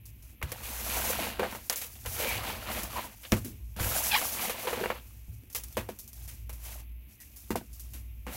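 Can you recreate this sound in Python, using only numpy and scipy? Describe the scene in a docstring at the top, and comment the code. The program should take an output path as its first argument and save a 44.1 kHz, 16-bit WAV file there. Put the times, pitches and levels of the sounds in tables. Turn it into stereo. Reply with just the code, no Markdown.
"""A hand works dry powder and gritty crumbs in a plastic tub, close to a stereo microphone; rumble, hum and hiss stay under it.
Dust falls over a trickle of grain noise heard throughout; from 0.4 s strokes of coloured grains and ringing crumbs rake the floor
with resonant rasps, and clods knock as damped sines, thickly at 1.4 s and loudest at 1.7 s; a lump jolts the tub at 3.3 s.
A third stroke holds one stick-slip squeak at 4.1 s and more knocks; more dust bursts come from 5.5 s,
then a faint stroke at 6.5 s, more knocks at 7.5 s, and a last stroke that swells to the end; hard hits ring the tub's modes."""
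import sys
import numpy as np
from scipy import signal
from scipy.fft import rfft, irfft
from scipy.io import wavfile

SR = 44100
rng = np.random.default_rng(int(sys.argv[2]) if len(sys.argv) > 2 else 0)


def digitize_waveform(pressure):
    """Quantize a signal to 16-bit integers and store it at the path in sys.argv[1].

    Rows of a 2-D input are taken as channels; values are limited to [-1, 1].
    """
    field = np.atleast_2d(pressure).T
    bounded = np.clip(field, -1, 1)
    quanta = np.round(bounded * 32767).astype(np.int16)
    wavfile.write(sys.argv[1], SR, quanta)


def linear_from_db(decibels):
    """Turn decibels (scalar or array-like) into linear amplitude factors; 0 gives 1."""
    return 10 ** (np.asarray(decibels, float) / 20)


N = 368676  # samples


def rms_one(x):
    """Scale to unit rms."""
    return x / np.sqrt(np.mean(x ** 2) + 1e-20)


def in_time(rows):
    """Each column of a table as a curve over all samples."""
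    s, *columns = np.transpose(rows)
    return [np.interp(np.arange(N) / SR, s, c) for c in columns]


def at_hz(points, hz):
    """Read a spectrum on a log-frequency axis."""
    point_hz, values = np.transpose(points)
    return np.interp(np.log(hz + 1), np.log(point_hz), values)


def colour(x, gain_at, size=4096):
    """Causal (minimum-phase) filter with the given gain per frequency, made by folding the cepstrum."""
    cepstrum = irfft(np.log(gain_at(np.fft.rfftfreq(size, 1 / SR)) + 1e-6))
    cepstrum[1:size // 2] *= 2
    cepstrum[size // 2 + 1:] = 0
    return signal.oaconvolve(x, irfft(np.exp(rfft(cepstrum))))[:N]


# How alike the microphone's two channels hear the tub. Each row: frequency in Hz, left-right likeness (1 = same).
CHANNEL_LIKENESS = [(60, 0.95), (250, 0.92), (640, 0.6), (1000, 0.13), (1500, 0.063), (2800, 0.071),
                    (15000, 0.024)]


def stereo(pair, spectrum):
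    """Two unrelated streams become a coloured left and right, alike in the bass and nearly unrelated in the treble."""
    hz = np.linspace(0, SR / 2, 2049)
    norm = np.sqrt(np.mean(linear_from_db(at_hz(spectrum, hz)) ** 2) * 2)
    alike = lambda f: np.clip(at_hz(CHANNEL_LIKENESS, f), -.99, .99)
    mid = colour(pair[0], lambda f: linear_from_db(at_hz(spectrum, f)) * np.sqrt(1 + alike(f)) / norm)
    side = colour(pair[1], lambda f: linear_from_db(at_hz(spectrum, f)) * np.sqrt(1 - alike(f)) / norm)
    return np.array([mid + side, mid - side])


def drift(rate_hz):
    """Slow random wander of rms 1: low-passed noise drawn at every 40th sample."""
    r = np.exp(-80 * np.pi * rate_hz / SR)
    noise = rng.standard_normal(N // 40 + 2002)
    slow = signal.lfilter([1], [1, -2 * r, r * r], noise)[2000:]
    return np.interp(np.arange(N) / 40, np.arange(len(slow)), rms_one(slow))


def grains(per_s, spread_db, clump_db, clump_hz):
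    """Random contacts of uneven size that come in clumps; two streams, rms 1."""
    born = rng.random((2, N)) < per_s / SR
    sizes = linear_from_db(spread_db * np.minimum(rng.exponential(1, (2, N)), 5)) * rng.standard_normal((2, N))
    return rms_one(born * sizes * linear_from_db(clump_db * drift(clump_hz)))


# Colour of the faint hiss in the pauses. Each row: frequency in Hz, relative level in dB.
HISS_COLOUR = [(100, -31.5), (160, -7.5), (280, -4.5), (350, -16), (500, -17.5), (900, -20), (1500, -23.5),
               (2500, -9), (3300, -18), (4800, -29.5), (6300, -29), (8300, -39), (11800, -9),
               (15800, -13.5)]


def hiss():
    """Steady coloured noise whose level wanders by about a decibel."""
    return linear_from_db(-59 + 1.0 * drift(4.4)) * stereo(rng.standard_normal((2, N)), HISS_COLOUR)


JOLT_RISE_S = 0.0019


def jolt_swing(after_s, level_db, t60_s):
    """A jolt's quick rise and exponential decay, silent before it strikes."""
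    return linear_from_db(level_db - 60 * after_s / t60_s) * (1 - np.exp(-after_s / JOLT_RISE_S))


# Low rumble around the tub. Each row: time in seconds, level in dB.
RUMBLE_LEVEL = [(0.0, -48), (0.39, -54), (0.6, -50.5), (1.0, -45.5), (1.51, -45.5), (1.79, -59.5),
                (2.07, -44), (2.5, -45.5), (2.91, -45.5), (3.21, -58.5), (3.54, -47.5), (3.73, -44.5),
                (4.05, -48.5), (4.65, -57.5), (4.77, -53), (5.2, -52), (5.45, -54), (5.82, -46),
                (5.96, -57.5), (6.29, -44.5), (6.6, -50.5), (7.43, -57), (8.36, -45.5)]
# Its two resonances. Each row: frequency in Hz, width of one filter pass in Hz, rumble gain in dB, jolt gain in dB.
LOW_RESONANCES = [(58.2, 29, -0.9, -5.5), (102, 33, -6, 2.5)]
# Jolts of the tub, which also ring in jolt_rings(). Each row: start in seconds, level in dB.
TUB_JOLTS = [(0.431, -36), (2.071, -50), (2.35, -41), (3.322, -30), (3.805, -30), (4.771, -47.5),
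             (5.282, -40.5), (5.78, -50), (7.51, -38)]


def rumble():
    """Noise in two low resonances, nearly the same in both channels; jolts swell it and die away."""
    out, t = 0, np.arange(N) / SR
    level_db, = in_time(RUMBLE_LEVEL)
    jolts = sum(jolt_swing(np.maximum(t - s, 0), db, t60_s=0.36) for s, db in TUB_JOLTS)
    for hz, width_hz, rumble_db, jolt_db in LOW_RESONANCES:
        r = np.exp(-np.pi * width_hz / SR)
        noise = rng.standard_normal((2, N + SR))  # the first second lets the filters settle
        for _ in range(2):
            noise = signal.lfilter([1, 0, -1], [1, -2 * r * np.cos(2 * np.pi * hz / SR), r * r], noise)
        mid, side = rms_one(noise[:, SR:])
        level = linear_from_db(level_db + rumble_db) + linear_from_db(jolt_db) * jolts
        out = out + level * (mid + 0.16 * side * np.array([[1], [-1]]))
    return out


# A low hum that comes and goes. 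Each row: time in seconds, rms level in dB.
HUM_LEVEL = [(0, -53), (0.68, -58), (0.74, -43.5), (1.2, -48), (1.45, -79), (2.3, -49), (2.4, -47),
             (2.93, -54), (3.1, -79), (3.45, -69), (3.6, -45), (4.0, -49), (4.3, -73), (4.95, -53),
             (5.15, -46.5), (5.45, -61), (6.08, -61), (6.2, -43.5), (7.0, -45), (7.12, -58), (7.6, -52.5),
             (8.0, -43.5), (8.36, -43)]


def hum():
    """A sine near 58 Hz whose pitch wavers slightly."""
    cycles = np.cumsum(58.4 + 0.9 * drift(1.55)) / SR
    return linear_from_db(in_time(HUM_LEVEL)[0]) * np.sqrt(2) * np.sin(2 * np.pi * cycles)


def jolt_rings():
    """The first swing of the jolted tub is a clean 64 Hz ring, quickly damped."""
    out, t = np.zeros(N), np.arange(N) / SR
    for s, db in TUB_JOLTS:
        after = np.maximum(t - s, 0)
        out += jolt_swing(after, db + 8, t60_s=0.11) * np.sin(2 * np.pi * 64 * after)
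    return out


# A finger slipping once on the plastic. Each row: time in seconds, slips per second, level in dB.
FINGER_SLIPS = [(4.105, 940, -40), (4.12, 835, -25), (4.135, 805, -28), (4.148, 815, -20),
                (4.157, 1120, -23), (4.168, 950, -25), (4.19, 1060, -42)]
# Colour of the squeak. Each row: frequency in Hz, relative level in dB.
SQUEAK_TONE = [(400, -32), (850, 2), (1500, -7), (2450, -1.5), (3300, -4), (4900, -7), (6000, -24)]


def squeak():
    """Uneven stick-slip pulses while the finger drags, smeared by the short rattle of the loaded floor."""
    per_s, level_db = in_time(FINGER_SLIPS)
    t = np.arange(N) / SR
    turns = np.floor(np.cumsum(per_s * (1 + .02 * drift(120) + .06 * drift(500))) / SR)
    slips = np.diff(turns, prepend=0) * linear_from_db(2.5 * rng.standard_normal(N)) * np.sqrt(SR / per_s)
    slips = slips * linear_from_db(level_db) * (t > FINGER_SLIPS[0][0]) * (t < FINGER_SLIPS[-1][0])
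    rattles = rng.standard_normal((4, 2, 400)) * linear_from_db(-60 * t[:400] / .012)
    rattles /= 2 * np.linalg.norm(rattles, axis=2, keepdims=True)
    rattles[:, 1] *= .45  # a weaker side stream keeps the channels mostly alike
    # the load shifts under the finger, so the rattle keeps changing
    loads = np.array([drift(35) for _ in rattles])
    loads *= 2 * slips / np.linalg.norm(loads, axis=0)
    rattled = [np.array([signal.oaconvolve(load, r)[:N] for r in pair]) for load, pair in zip(loads, rattles)]
    return stereo(sum(rattled), SQUEAK_TONE)


# Clods dragged over the floor; the row at 4.16 s is the squeak's upper partial near 2 kHz.
# Each row: start in seconds, length in seconds, level in dB, resonance in Hz.
RASPS_AND_PARTIAL = [(0.919, 0.11, -42, 940), (1.072, 0.048, -35, 520), (2.169, 0.13, -35.5, 512),
                     (2.244, 0.15, -36, 2320), (3.007, 0.08, -47, 940), (4.16, 0.038, -32.5, 1820),
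                     (2.946, 0.065, -35.5, 985), (7.191, 0.056, -58.5, 1930)]


def rasps():
    """Dense contacts swell and fade in one resonance: dragged clods, and the squeak's upper partial."""
    out = np.zeros((2, N))
    mid, side = grains(4000, 1.2, 1.5, 40)
    for s, length, db, hz in RASPS_AND_PARTIAL:
        at, size = round(s * SR), round(length * SR)
        contacts = [mid[at:at + size], 0.44 * side[at:at + size]]
        rung = signal.lfilter(*signal.iirpeak(hz, 11.5, fs=SR), contacts)
        swell = np.sin(np.linspace(0, np.pi, size))
        out[:, at:at + size] += linear_from_db(db) * swell * rms_one(rung[0] + rung[1] * [[1], [-1]])
    return out


# Ringing modes of the plastic floor. Each row: frequency in Hz, relative level in dB, 60 dB decay in seconds.
FLOOR_MODES = [(218, -14, 0.1), (357, -8, 0.11), (501.5, 1.5, 0.033), (648, -9.5, 0.059),
               (946, -19.5, 0.14), (1485, -8, 0.077), (2780, -6, 0.057)]


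def tub(x):
    """The plastic floor rings in its modes, of alternating sign."""
    out = 0
    for k, (hz, level_db, t60) in enumerate(FLOOR_MODES):
        r, w = linear_from_db(-60 / (t60 * SR)), 2 * np.pi * hz / SR
        strike = [0, linear_from_db(level_db) * np.sin(w)]
        out = out + (-1) ** k * signal.lfilter(strike, [1, -2 * r * np.cos(w), r * r], x + 1e-18)
    return out


# Hard clods striking bare plastic. Each row: start in seconds, level in dB, centre of the knock in Hz,
# second resonance in Hz, cycles of ring until 60 dB down.
CLOD_KNOCKS = [(0.415, -32, 2180, 900, 10), (0.426, -19.5, 2140, 1320, 18), (0.52, -35.5, 570, 1200, 11),
               (1.394, -15.5, 440, 2100, 4.2), (1.407, -18, 453, 1900, 4), (1.42, -17, 570, 2000, 5.4),
               (1.432, -17, 720, 1300, 10), (1.452, -21, 800, 2300, 11), (1.462, -18, 805, 1500, 6.2),
               (1.552, -17.5, 890, 1700, 2.6), (1.698, 0, 5800, 9100, 6.0), (1.759, -14, 7320, 9000, 8.0),
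               (1.955, -30, 2930, 7000, 3.7), (2.398, -41, 1250, 900, 4.4), (3.3209, -8.5, 5700, 3670, 19),
               (3.322, -19.5, 216, 330, 19), (3.799, -22, 1500, 4500, 7.7), (4.498, -12, 2780, 1100, 2.1),
               (4.65, -34.5, 496, 1490, 14), (4.67, -27.5, 483, 1290, 15), (4.729, -23.5, 467, 1500, 6.7),
               (4.76, -25, 1300, 2500, 5.3), (4.775, -26.5, 514, 1100, 7.1), (4.811, -21, 394, 1600, 5.8),
               (4.832, -19.5, 480, 1100, 5.1), (4.8391, -11, 1500, 2200, 3.4),
               (4.8585, -12.5, 690, 1600, 3.4), (4.9017, -13, 1320, 2900, 2.7),
               (5.7697, -19.5, 590, 925, 24), (5.89, -20, 660, 910, 5.8), (7.362, -43, 7540, 11000, 5.0),
               (7.505, -25, 322, 1300, 9.3), (7.517, -25, 1030, 1700, 11), (7.5558, -14, 756, 950, 10.3),
               (7.611, -35, 760, 1500, 9.8)]


def knocks():
    """Each clod is one click in two quickly damped resonances, mostly alike in both channels."""
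    out, t = np.zeros(N + SR), np.arange(SR // 20) / SR
    for s, db, hz, edge_hz, cycles in CLOD_KNOCKS:
        at = round(s * SR)
        for f, level_db in ((hz, db), (edge_hz, db - 5)):
            t60 = max(cycles / f, .0015)
            envelope = linear_from_db(level_db - 60 * t / t60) * (1 - np.exp(-2 * f * t))
            out[at:at + len(t)] += envelope * np.sin(2 * np.pi * f * t)
    return out[:N] + .15 * np.roll(out[:N], 5) * np.array([[1], [-1]])


# Lumps landing or breaking in the tub. Each row: start in seconds, dust level in dB, crunch level in dB,
# thud level in dB, scatter decay in seconds; landings() trims the levels and stretches the decay.
FALLING_LUMPS = [(0.415, -48, -40, -57, 0.037), (0.426, -30.5, -35, -53, 0.046),
                 (0.517, -29, -41.5, -46, 0.068), (1.394, -34.5, -26.5, -36, 0.058),
                 (1.429, -49, -31, -33.5, 0.12), (1.524, -63, -39.5, -40.5, 0.069),
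                 (1.548, -41.5, -39.5, -56, 0.08), (1.697, -22, -32.5, -72, 0.075),
                 (2.058, -30.5, -36, -47, 0.067), (2.832, -27.5, -48, -31, 0.051),
                 (3.3191, -27, -25, -18.5, 0.082), (3.366, -61, -45, -28.5, 0.076),
                 (3.445, -37.5, -72, -35, 0.22), (3.763, -43, -51, -39, 0.11), (3.797, -63, -43, -46, 0.29),
                 (4.495, -29, -35, -93, 0.14), (4.67, -35.5, -30.5, -64, 0.17),
                 (4.728, -36, -37, -55, 0.084), (4.77, -69, -41.5, -41, 0.31),
                 (4.8383, -55, -31.5, -65, 0.044), (4.857, -68, -27, -50, 0.016),
                 (4.9008, -43, -25.5, -46, 0.057), (4.95, -46, -45.5, -65, 0.041),
                 (5.768, -32.5, -34.5, -33.5, 0.14), (5.887, -44.5, -49, -34.5, 0.11),
                 (6.493, -39, -48.5, -48, 0.077), (7.504, -71, -34, -23, 0.081),
                 (7.556, -34, -41, -25.5, 0.099), (7.934, -41.5, -59, -50.5, 0.26),
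                 (8.265, -56, -40.5, -37, 0.17)]
# Pinches of dust falling and a few tiny ticks. Each row: start in seconds, dust level in dB, grit level in dB,
# scatter decay in seconds; trimmed and stretched likewise.
PINCHES_AND_TICKS = [(0.054, -44, -67, 0.17), (0.223, -49, -61, 0.12), (0.633, -37.5, -43.5, 0.52),
                     (1.724, -30.5, -32.5, 0.093), (1.758, -31, -43, 0.31), (1.814, -32, -38, 0.16),
                     (1.957, -63, -52, 0.041), (3.1215, -51, -48, 0.036), (3.232, -45, -44.5, 0.16),
                     (3.247, -60, -41.5, 0.082), (5.499, -44, -56, 0.13), (5.527, -40, -67, 0.06),
                     (5.547, -25, -34, 0.15), (5.635, -33.5, -52, 0.067), (5.683, -41, -65, 0.024),
                     (5.725, -42.5, -62, 0.06), (5.987, -37, -89, 0.19), (6.076, -40.5, -67, 0.097),
                     (6.13, -38.5, -70, 0.05), (6.276, -40.5, -50.5, 0.34), (6.527, -43.5, -60, 0.19),
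                     (7.201, -44, -61, 0.3), (7.36, -45, -77, 0.49), (7.729, -46, -85, 0.24),
                     (7.795, -38.5, -75, 0.14)]


def bursts():
    """Lumps, pinches and tiny ticks as rows of (s, crack dB, dust dB, grit dB, crunch dB, thud dB, decay s)."""
    rows = []
    for s, dust, crunch, thud, t60 in FALLING_LUMPS:
        grit = dust + 0.5 * (crunch - dust) + 1  # grit lies between dust and crunch
        rows.append((s, 14.5, dust, grit, crunch, thud, t60))
    for s, dust, grit, t60 in PINCHES_AND_TICKS:
        rows.append((s, 15.5, dust, grit, grit - 12.5, grit - 24, t60))
    return rows


def landings(column, boost_db, stretch, snap_db):
    """Every row of bursts() snaps once and bursts into a dying, lumpy scatter of fragments; two streams."""
    out, snaps = np.zeros(N), np.zeros(N)
    for row in bursts():
        at, t60 = round(row[0] * SR), max(row[6] * stretch, .005)
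        t = np.arange(min(int(3 * t60 * SR), N - at)) / SR
        decay = linear_from_db(-60 * t / t60) + linear_from_db(-23.5 - 20 * t / t60)  # loosened dust trickles on after the burst
        out[at:at + len(t)] += linear_from_db(row[column] + boost_db) * decay * (1 - np.exp(-t / 0.0028))
        snaps[at + round(.002 * SR)] = linear_from_db(row[column] + row[1] + snap_db)
    return out * grains(12000, 1.54, 1.22, 62) + [snaps, 0.25 * np.roll(snaps, 5)]


def ticks(per_s, cycles, low_hz, high_hz):
    """Single crumbs click and ring a few cycles, each dealt one of 16 pitches with its own channel delay; rms 1."""
    clicks, dealt, out = grains(per_s, 2.2, 1.2, 25)[0], rng.integers(0, 16, N), 0
    for k, hz in enumerate(np.geomspace(low_hz, high_hz, 16)):
        r, w = linear_from_db(-60 * hz / (cycles * SR)), 2 * np.pi * hz / SR
        rung = signal.lfilter([0, np.sin(w)], [1, -2 * r * np.cos(w), r * r], clicks * (dealt == k) + 1e-18)
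        out = out + np.array([rung, np.roll(rung, rng.integers(-14, 15))])
    return rms_one(out)


# Raking strokes, one table each. Each row: time in seconds, level of fine powder in dB, level of crumbs in dB.
RAKING_STROKES = [
    [(0.44, -50.5, -55.5), (0.594, -43.5, -55.5), (0.802, -35.5, -49), (0.97, -28.5, -40.5),
     (1.03, -28, -44.5), (1.095, -29, -39.5), (1.17, -36, -44.5), (1.24, -32, -37.5), (1.385, -54.5, -53),
     (1.42, -46, -41.5), (1.526, -51.5, -51), (1.69, -51.5, -79)],
    [(2.05, -76, -50), (2.065, -47, -58), (2.13, -35.5, -56), (2.21, -32.5, -41), (2.293, -31, -41),
     (2.42, -45, -44.5), (2.49, -37.5, -40.5), (2.581, -50.5, -49.5), (2.775, -34.5, -41),
     (2.889, -48, -53), (2.98, -39, -41), (3.055, -43, -53.5), (3.15, -79, -64)],
    [(3.76, -68, -59), (3.8, -34, -44), (3.97, -26.5, -44), (4.1, -27.5, -47.5), (4.2, -29.5, -41),
     (4.31, -33.5, -50.5), (4.39, -32.5, -43), (4.46, -29, -42), (4.54, -48, -47), (4.6, -38, -47),
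     (4.808, -43.5, -43.5), (4.98, -63, -53), (5.02, -78, -75)],
    [(6.5, -66, -90), (6.668, -41, -57), (6.806, -49.5, -64), (6.9, -91, -100)],
    [(8.255, -83, -77), (8.275, -59, -54), (8.36, -37, -50)],
]
# Powder trickling from the fingers; scene() also drops crumbs by it. Each row: time in seconds, level in dB.
TRICKLE = [(0, -84), (0.306, -50.5), (0.405, -88), (1.5, -50), (1.7, -53.5), (2.045, -46), (3.05, -58),
           (3.31, -44), (3.34, -34), (3.498, -60), (3.76, -62.5), (4.98, -52), (5.068, -53), (5.54, -68.5),
           (5.688, -51), (6.012, -60.5), (6.236, -48.5), (6.48, -65), (7.05, -90), (7.1, -54), (7.19, -65),
           (7.31, -59), (7.495, -53), (7.58, -62), (7.876, -53), (8.022, -66), (8.36, -64)]


def hand():
    """Gains of powder, grit, crunch and push: raking strokes added to the trickle from the fingers."""
    trickle_db, = in_time(TRICKLE)
    gains = linear_from_db(trickle_db + np.array([[0], [-18], [-48], [-99]]))
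    gains[3] = linear_from_db(-66.5)  # steady faint low noise under the pushes
    t = np.arange(N) / SR
    for stroke in RAKING_STROKES:
        powder_db, crumbs_db = in_time(stroke)
        grit_db = powder_db + 0.84 * (crumbs_db - powder_db) + 0.5  # grit lies between powder and crumbs
        push_db = crumbs_db - 7.5  # crumbs push the floor
        during = (t >= stroke[0][0]) * (t <= stroke[-1][0])
        gains += linear_from_db(np.array([powder_db, grit_db, crumbs_db, push_db])) * during
    return gains


# Colour of fine powder. Each row: frequency in Hz, relative level in dB per Hz.
POWDER_COLOUR = [(2500, -15.5), (4600, -4.5), (6000, 0.9), (8300, -2.5), (10000, 0.5), (11800, 6),
                 (13000, 2.5), (14500, 0.5), (15800, 1.5)]
# Colour of grit. Each row: frequency in Hz, relative level in dB per Hz.
GRIT_COLOUR = [(900, -25.5), (1400, -8), (2400, -2), (3300, -5), (4500, -8), (7000, -34.5)]
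# Colour of crunching crumbs. Each row: frequency in Hz, relative level in dB per Hz.
CRUNCH_COLOUR = [(280, -29.5), (400, -4.5), (500, 6.5), (700, -3.5), (1000, -0.5), (1500, -6), (2500, -7.5),
                 (4500, -41.5)]
# Colour of the pushed floor. Each row: frequency in Hz, relative level in dB per Hz.
PUSH_COLOUR = [(120, -26.5), (165, -13.5), (210, 1.5), (270, -6), (340, -6), (420, -15.5), (800, -30)]
# Where the hand is. Each row: time in seconds, lean to the left in dB, counted from 6.5 dB as the zero point.
HAND_PLACE = [(0.0, 5), (4.51, 5), (4.89, 6), (7.94, 4), (8.36, 3.5)]


def scene():
    """Powder, grit, crumbs and tub share the hand's place; hiss, rumble, hum and jolt rings stay put."""
    powder, grit, crunch, push = hand()
    # single crumbs under the hand, then single crumbs in the trickle
    crumbs = grit * ticks(per_s=1600, cycles=22, low_hz=650, high_hz=6000)
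    trickle_db, = in_time(TRICKLE)
    crumbs += linear_from_db(trickle_db - 16.5) * ticks(per_s=110, cycles=22, low_hz=3280, high_hz=12700)
    # crumbs breaking under the hand sound in powder, grit and crunch at once
    cracks = grains(700, 1.8, 2.0, 15)
    powder = powder * (grains(20000, 1.3, 2.0, 14) + .12 * cracks)
    grit = grit * (grains(3000, 2.2, 1.2, 20) + .4 * cracks)
    crunch = crunch * (grains(3000, 1.3, 0.9, 30) + .2 * cracks)
    push = push * grains(600, 1.2, 3.0, 14)
    powder += landings(column=2, boost_db=1.0, stretch=1.0, snap_db=3.0)
    grit += landings(column=3, boost_db=-1.5, stretch=0.97, snap_db=-22.0)
    crunch += landings(column=4, boost_db=3.5, stretch=1.25, snap_db=9.0)
    push += landings(column=5, boost_db=-2.5, stretch=1.33, snap_db=3.5)
    floor_ring = linear_from_db(-33.0) * tub(crunch[0] + 1.1 * knocks()[0])
    near = floor_ring + squeak() + knocks() + rasps() + crumbs
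    near = near + stereo(powder, POWDER_COLOUR) + stereo(grit, GRIT_COLOUR)
    near = near + stereo(crunch, CRUNCH_COLOUR) + stereo(push, PUSH_COLOUR)
    lean_db = in_time(HAND_PLACE)[0] - 6.5
    near = near * linear_from_db(0.5 * lean_db * [[1], [-1]])
    return near + hiss() + rumble() + hum() + jolt_rings()


def top_cut(x):
    """Nothing passes above the cut-off."""
    return signal.sosfilt(signal.butter(12, 17010, fs=SR, output="sos"), x)


# How the stereo microphone leans. Each row: frequency in Hz, left minus right in dB.
MICROPHONE_LEAN = [(60, 2), (300, 4), (1500, 7), (3000, 9), (5000, 2.5), (8000, 7.5), (11000, -4),
                   (15000, 5.5)]


def record(dry):
    """The two channels lean differently by frequency, peaks are rounded and the top is cut at 15.8 kHz."""
    channels = np.array([colour(x, lambda f: linear_from_db(sign * at_hz(MICROPHONE_LEAN, f) / 2))
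                         for x, sign in zip(dry, (1, -1))])
    rounded = .6 * np.tanh(channels / .6)
    low_pass = signal.ellip(12, .5, 45, 15800, fs=SR, output="sos")
    finished = signal.sosfilt(low_pass, rounded)
    return top_cut(finished)


dry = scene()
out = record(dry)
digitize_waveform(out)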